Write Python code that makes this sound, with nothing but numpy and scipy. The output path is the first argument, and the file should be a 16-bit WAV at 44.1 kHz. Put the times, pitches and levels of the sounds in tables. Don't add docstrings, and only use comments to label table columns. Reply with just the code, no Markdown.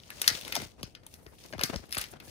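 import sys
import numpy as np
from scipy import signal
from scipy.fft import rfft, irfft, next_fast_len
from scipy.io import wavfile

SR = 44100
rng = np.random.default_rng(int(sys.argv[2]) if len(sys.argv) > 2 else 0)


def rack_gain(trim_db):
    fader = np.asarray(trim_db, float)
    return 10 ** (fader / 20)


def master(y):
    cut = np.clip(np.atleast_2d(y).T, -1, 1)
    pcm = np.round(cut * 32767)
    wavfile.write(sys.argv[1], SR, pcm.astype(np.int16))


N = 101429
PORT_LAG = int(0.0003 * SR)


def rms_one(x):
    return x / np.sqrt(np.mean(x ** 2) + 1e-20)


def band(x, low_hz, high_hz, order=2):
    return signal.sosfilt(signal.butter(order, [low_hz, high_hz], "band", fs=SR, output="sos"), x)


def colour(x, points):
    hz = np.maximum(np.fft.rfftfreq(x.shape[-1], 1 / SR), 1)
    point_hz, point_db = np.transpose(points)
    gain_db = np.interp(np.log(hz), np.log(np.maximum(point_hz, 1)), point_db)
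    return irfft(rfft(x) * rack_gain(gain_db), x.shape[-1])


def drift(rate_hz):
    r = np.exp(-2 * np.pi * rate_hz / SR)
    noise = rng.standard_normal(N + SR)
    return rms_one(signal.lfilter([1], [1, -2 * r, r * r], noise)[SR:])


def follow(points):
    return np.interp(np.arange(N) / SR, *np.transpose(points))


def add(out, start_s, sound):
    i = int(start_s * SR)
    out[:, i:i + sound.shape[1]] += sound[:, :N - i]


# start_s, peak_db, sizzle_over_body_db, ring_hz
CREASES = [(0.1026, -26.5, 1.5, 1770), (0.2161, -13, 4.5, 6230), (0.2423, -23, -18, 2580),
           (0.264, -26, 1.5, 1860), (0.2772, 0.5, -6, 5430), (0.3508, -21.5, -30, 3420),
           (0.4489, -26.5, -5, 3800), (0.4785, -27, 2.5, 1860), (0.5234, -15.5, -2.5, 2120),
           (0.5528, -13, -8, 5650), (0.5634, -14, -9, 5400), (0.6005, -24, -35, 1880),
           (0.83, -22, -5.5, 4950), (0.9504, -30, -12.5, 3320), (1.065, -38, 11.5, 3340),
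           (1.264, -34.5, -8.5, 1620), (1.5346, -29, -26, 1730), (1.5923, -21, -16.5, 1450),
           (1.6114, -17, -3.5, 2210), (1.6349, -7.5, -5.5, 5480), (1.7407, -25.5, -32.5, 1620),
           (1.7596, -20, -38.5, 5300), (1.9181, -30, 6.5, 4700), (1.925, -16, 2, 4740),
           (1.946, -19.5, -5.5, 2260), (1.9686, -18, -16, 1470), (1.9829, -17, 4.5, 3400),
           (2.0128, -23, 5, 2400), (2.0393, -25, -3, 3140), (2.2006, -32.5, -3, 2230)]
# start_s, peak_db, sizzle_over_body_db, ring_hz
LOOSE_TICKS = [(0.0, -40, -8, 4000), (0.0343, -38, -9, 2900), (0.3017, -24, -23, 3900),
               (0.411, -29.5, 4, 3160), (0.4207, -36, -17, 3430), (0.5484, -29.5, 5, 4900),
               (0.6174, -28, 1.5, 1970), (0.8091, -44.5, -4, 5550), (1.0336, -45, -12, 1535),
               (1.1144, -63, -1, 3000), (1.1393, -34, 0, 5750), (1.1544, -51, 2.5, 1550),
               (1.3523, -51.5, -5, 3030), (1.3845, -43.5, 1, 3460), (1.4375, -38, -8, 5150),
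               (1.46, -35.5, -4, 6300), (1.5259, -28, -20, 1800), (1.5809, -33, -0.5, 1680),
               (1.6978, -28.5, -38, 1440), (1.8353, -61, -3, 5000), (1.8455, -63, -1, 5000),
               (1.8557, -46, 4.5, 4420), (1.866, -57, 11, 5000), (1.8921, -44, 5, 2400),
               (1.9077, -34.5, 3, 4880), (1.934, -28, 4, 2600), (1.941, -32, 8, 3000),
               (1.9485, -35, 14, 3540), (1.9515, -26, 10, 2980), (1.979, -22.5, 7.5, 2980),
               (1.994, -25.5, 0, 2730), (2.005, -39, 8, 3000), (2.016, -24.5, -15, 3470),
               (2.02, -30, -7, 3500), (2.025, -52, 0, 3000), (2.168, -46.5, -13, 3000),
               (2.1359, -38.5, -13, 1500), (2.2793, -44, -14, 2570)]


def snaps(rows, tail_db):
    rise_s, burst_s, tail_s, sizzle_fade_s = 0.001, 0.0013, 0.008, 0.005
    ring_width, ring_db, sizzle_gain_db, snap_db = 0.24, 6, -1.5, -2.5
    shared = 0.7
    out, t = np.zeros((2, N)), np.arange(SR // 16) / SR
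    decay = np.exp(-t / burst_s) + rack_gain(tail_db) * np.exp(-t / tail_s)
    shape = (1 - np.exp(-t / rise_s)) * decay
    for start_s, peak_db, sizzle_db, ring_hz in rows:
        unevenness = np.sqrt(rng.exponential(1, len(t)))
        slips = rng.standard_normal((3, len(t))) * unevenness * shape
        common = np.array([slips[0], np.roll(slips[0], PORT_LAG)])
        heard = shared * common + (1 - shared) * slips[1:]
        ring = rms_one(band(heard, ring_hz / (1 + ring_width), ring_hz * (1 + ring_width), order=1))
        body = rms_one(band(heard, 1240, 6450, order=3)) + rack_gain(ring_db) * ring
        sizzle = band(heard * np.exp(-t / sizzle_fade_s), 6850, 13430)
        snap = body / abs(body).max()
        snap = snap + rack_gain(sizzle_db + sizzle_gain_db) * sizzle / abs(sizzle).max()
        add(out, start_s, rack_gain(peak_db + snap_db) * snap)
    return out


# start_s, level_db, fall_s (time scale of the pitch fall), fade_s
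BENDING_WAVES = [(0.215, -32.5, 0.0032, 0.0029), (0.276, -45, 0.0038, 0.023), (0.309, -40.5, 0.0029, 0.048),
                 (0.347, -36.5, 0.0011, 0.0067), (0.491, -39.5, 0.0032, 0.0058), (.551, -40.5, 0.03, 0.035),
                 (.563, -33.5, 0.009, 0.018), (0.599, -37, 0.0036, 0.013), (.618, -38, 0.0031, 0.018),
                 (0.657, -46, 0.0015, 0.018), (.81, -41.5, 0.0024, 0.0078), (0.831, -35.5, 0.0022, 0.047),
                 (0.877, -45.5, 0.002, 0.0057), (0.448, -40.5, 0.0043, 0.0041), (1.137, -52, 0.0015, 0.019),
                 (1.262, -45.5, 0.0025, 0.013), (1.504, -47.5, 0.0043, 0.0096),
                 (1.526, -39, 0.0022, 0.0069), (1.532, -33, 0.0044, 0.007), (1.547, -41.5, 0.0038, 0.029),
                 (1.582, -38, 0.0027, 0.036), (1.605, -39, 0.01218, 0.017), (1.635, -29, 0.0024, 0.008),
                 (1.674, -51, 0.0015, 0.04), (1.697, -44, 0.003, 0.016), (1.732, -35.5, 0.0025, 0.042),
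                 (1.742, -38.5, 0.0075, 0.0087), (1.756, -27.5, 0.00094, 0.027),
                 (1.967, -38, 0.0027, 0.047), (2.136, -46.5, 0.00344, 0.0099),
                 (1.791, -46.5, 0.0029, 0.058), (2.273, -49.5, 0.0032, 0.093)]


def flaps():
    start_hz, fall_power, waver = 1500, 1.6, 0.22
    scatter_s, scatter_db, left_over_right_db = 0.008, -9, 7
    port_gain = rack_gain([[left_over_right_db / 2], [-left_over_right_db / 2]])
    out, t = np.zeros((2, N)), np.arange(SR // 8) / SR
    for start_s, level_db, fall_s, fade_s in BENDING_WAVES:
        wander = np.interp(t, np.arange(43) * 0.00303, rng.normal(0, 1, 43))
        pitch_hz = start_hz * np.exp(waver * wander) * (1 + t / fall_s) ** -fall_power
        phase = 2 * np.pi * np.cumsum(pitch_hz) / SR
        wave = np.sin(phase) * (1 - np.exp(-t / 0.0015)) * np.exp(-t / fade_s)
        lags = (rng.random((2, 4)) * scatter_s * SR).astype(int)
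        gains = rng.normal(0, 1, (2, 4))
        copies = np.zeros((2, len(t)))
        for port in range(2):
            for lag, gain in zip(lags[port], gains[port]):
                copies[port] += gain * np.roll(wave, lag)
        add(out, start_s, rack_gain(level_db) * port_gain * (wave + rack_gain(scatter_db) * copies))
    return out


# start_s, level_db, pitch_hz, fade_s
PANEL_POPS = [(.112, -45.5, 1716, 0.0088), (.556, -31, 898, 0.0042), (.564, -30, 686, 0.0079),
              (.575, -44, 410, 0.007), (.83, -34.5, 1126, 0.0025), (1.065, -47, 904, 0.0035),
              (1.533, -30.5, 1640, 0.0029), (1.533, -31, 626, 0.0055), (1.608, -30, 630, .004),
              (1.616, -34, 530, 0.0057), (1.741, -29, 558, 0.0056), (2.275, -53.5, 1720, 0.0068),
              (1.638, -33, 260, 0.0067), (.622, -31, 204, 0.0071), (2.201, -43, 2570, 0.0038),
              (0.243, -28, 2900, .002)]


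def knocks():
    out, t = np.zeros((2, N)), np.arange(SR // 16) / SR
    for start_s, level_db, pitch_hz, fade_s in PANEL_POPS:
        shape = (1 - np.exp(-t / 0.001)) * np.exp(-t / fade_s)
        ring = np.sin(2 * np.pi * pitch_hz * t + rng.uniform(0, 1.44, (2, 1)))
        add(out, start_s, rack_gain(level_db) * rack_gain([[3], [-3]]) * shape * ring)
    return out


# time_s, level_db
WORKING = [(0, -63.5), (.21, -49.5), (0.301, -39), (.4, -47.5), (.5, -49), (0.618, -44.5), (.77, -74.5),
           (.87, -60.5), (0.999, -86), (1.14, -62), (1.222, -96), (1.42, -55), (1.56, -65.5), (1.67, -47),
           (1.89, -66), (2.018, -42.5), (2.18, -82), (2.3, -52)]
# frequency_hz, density_db (per Hz)
FILM_COLOUR = [(300, -10.5), (500, 6), (1300, -7), (2500, 4), (6000, 3.5), (8000, 0), (11000, -4.5),
               (14000, -5.5)]


def rustle():
    grains_per_s, grain_spread_db, grain_fade_s = 5000, 3.0, 0.0006
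    rustle_db, clump_db = 0.5, 1.6
    sizes = rack_gain(grain_spread_db * np.minimum(rng.exponential(1, (3, N)), 4))
    slips = sizes * (rng.random((3, N)) < grains_per_s / SR)
    fades = signal.lfilter([1], [1, -np.exp(-1 / (grain_fade_s * SR))], slips)
    puffs = fades * rng.standard_normal((3, N))
    common = np.array([puffs[0], np.roll(puffs[0], PORT_LAG)])
    grains = rms_one(colour(0.44 * common + 2.3 * puffs[1:], FILM_COLOUR))
    return rack_gain(follow(WORKING) + rustle_db + clump_db * drift(59)) * grains


# time_s, level_db
FINGER_SLIDE = [(0, -79.5), (.3, -52.5), (0.449, -65.5), (.62, -59), (.75, -99), (0.999, -86),
                (1.14, -61.5), (1.25, -64.5), (1.45, -67), (1.52, -62), (1.56, -79), (1.658, -40.5),
                (1.85, -103), (2.0, -104), (2.12, -54), (2.18, -99), (2.25, -57.5)]


def slide():
    hiss = rms_one(band(rng.standard_normal((2, N)), 7500, 15000, order=1))
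    return rack_gain(follow(FINGER_SLIDE) + 3.2 * drift(23)) * hiss


# time_s, level_db
SHEET_SWAY = [(0.0, -65.5), (0.18, -56), (0.47, -51), (0.59, -56), (0.89, -69.5), (1.14, -62), (1.5, -59.5),
              (1.71, -48), (1.82, -58), (1.97, -59), (2.3, -54.5)]


def wobble():
    wobble_db, lump_db = -2, 7
    noise = rng.standard_normal((3, N))
    low = band(0.37 * noise[0] + noise[1:], 45, 407, order=1) * rack_gain([[2.5], [-2.5]])
    return rack_gain(wobble_db + follow(SHEET_SWAY) + lump_db * drift(22)) * rms_one(low)


def room(x):
    t60_s, wall_cut_hz = 0.25, 5500
    size = next_fast_len(N + SR)
    delay = np.exp(-2j * np.pi * np.fft.rfftfreq(size))
    dull = np.exp(-2 * np.pi * wall_cut_hz / SR)
    wall = (1 - dull) / (1 - dull * delay)
    out = np.zeros((2, size // 2 + 1), complex)
    lags = (rng.uniform(0.006, 0.028, 16) * SR).astype(int)
    for k, lag in enumerate(lags):
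        loop = rack_gain(-60 * lag / SR / t60_s) * wall * delay ** lag
        out[k % 2] += loop / (1 - loop) * (-1) ** (k // 2)
    return irfft(out * rfft(x, size), size)[:, :N]


# frequency_hz, left_over_right_db
LEFT_OVER_RIGHT = [(60, 4), (180, 2), (550, 8), (1650, 4), (4970, 7), (15000, -2)]


def near_left(film):
    left = colour(film[0], [(hz, db / 2) for hz, db in LEFT_OVER_RIGHT])
    right = colour(film[1], [(hz, -db / 2) for hz, db in LEFT_OVER_RIGHT])
    return np.array([left, right])


# frequency_hz, density_db (per Hz)
ROOM_COLOUR = [(40, 8), (245, -6.5), (700, -11), (1700, -38.5), (9000, -31), (16000, -53.5)]


def room_tone():
    noise = rng.standard_normal((3, N))
    alike = signal.lfilter([0.06], [1, -0.94], noise[0]) * 1.2
    return rack_gain(-55) * rms_one(colour(noise[1:] + alike, ROOM_COLOUR)) * rack_gain([[1.5], [-1.5]])


def scene():
    cracks = snaps(CREASES, tail_db=-16) + snaps(LOOSE_TICKS, tail_db=-23)
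    echo = rack_gain(-18) * room(cracks[0] - cracks[1])
    film = near_left(cracks + rustle() + echo)
    return film + flaps() + knocks() + slide() + wobble() + room_tone()


def roll_off(x):
    return signal.sosfilt(signal.butter(12, 17100, fs=SR, output="sos"), x)


def record(dry):
    notch_hz, notch_width_hz, dip_hz, dip_width_hz = 12100, 1100, 7400, 700
    x = signal.sosfilt(signal.butter(4, 55, "high", fs=SR, output="sos"), dry)
    x = signal.sosfilt(signal.cheby2(10, 28, 16000, fs=SR, output="sos"), x)
    edges_hz = [notch_hz - notch_width_hz / 2, notch_hz + notch_width_hz / 2]
    x = signal.sosfilt(signal.butter(2, edges_hz, "stop", fs=SR, output="sos"), x)
    dipped = signal.lfilter(*signal.iirnotch(dip_hz, dip_hz / dip_width_hz, SR), x)
    return roll_off(0.5 * x + 0.5 * dipped)


dry = scene()
out = record(dry)
master(out)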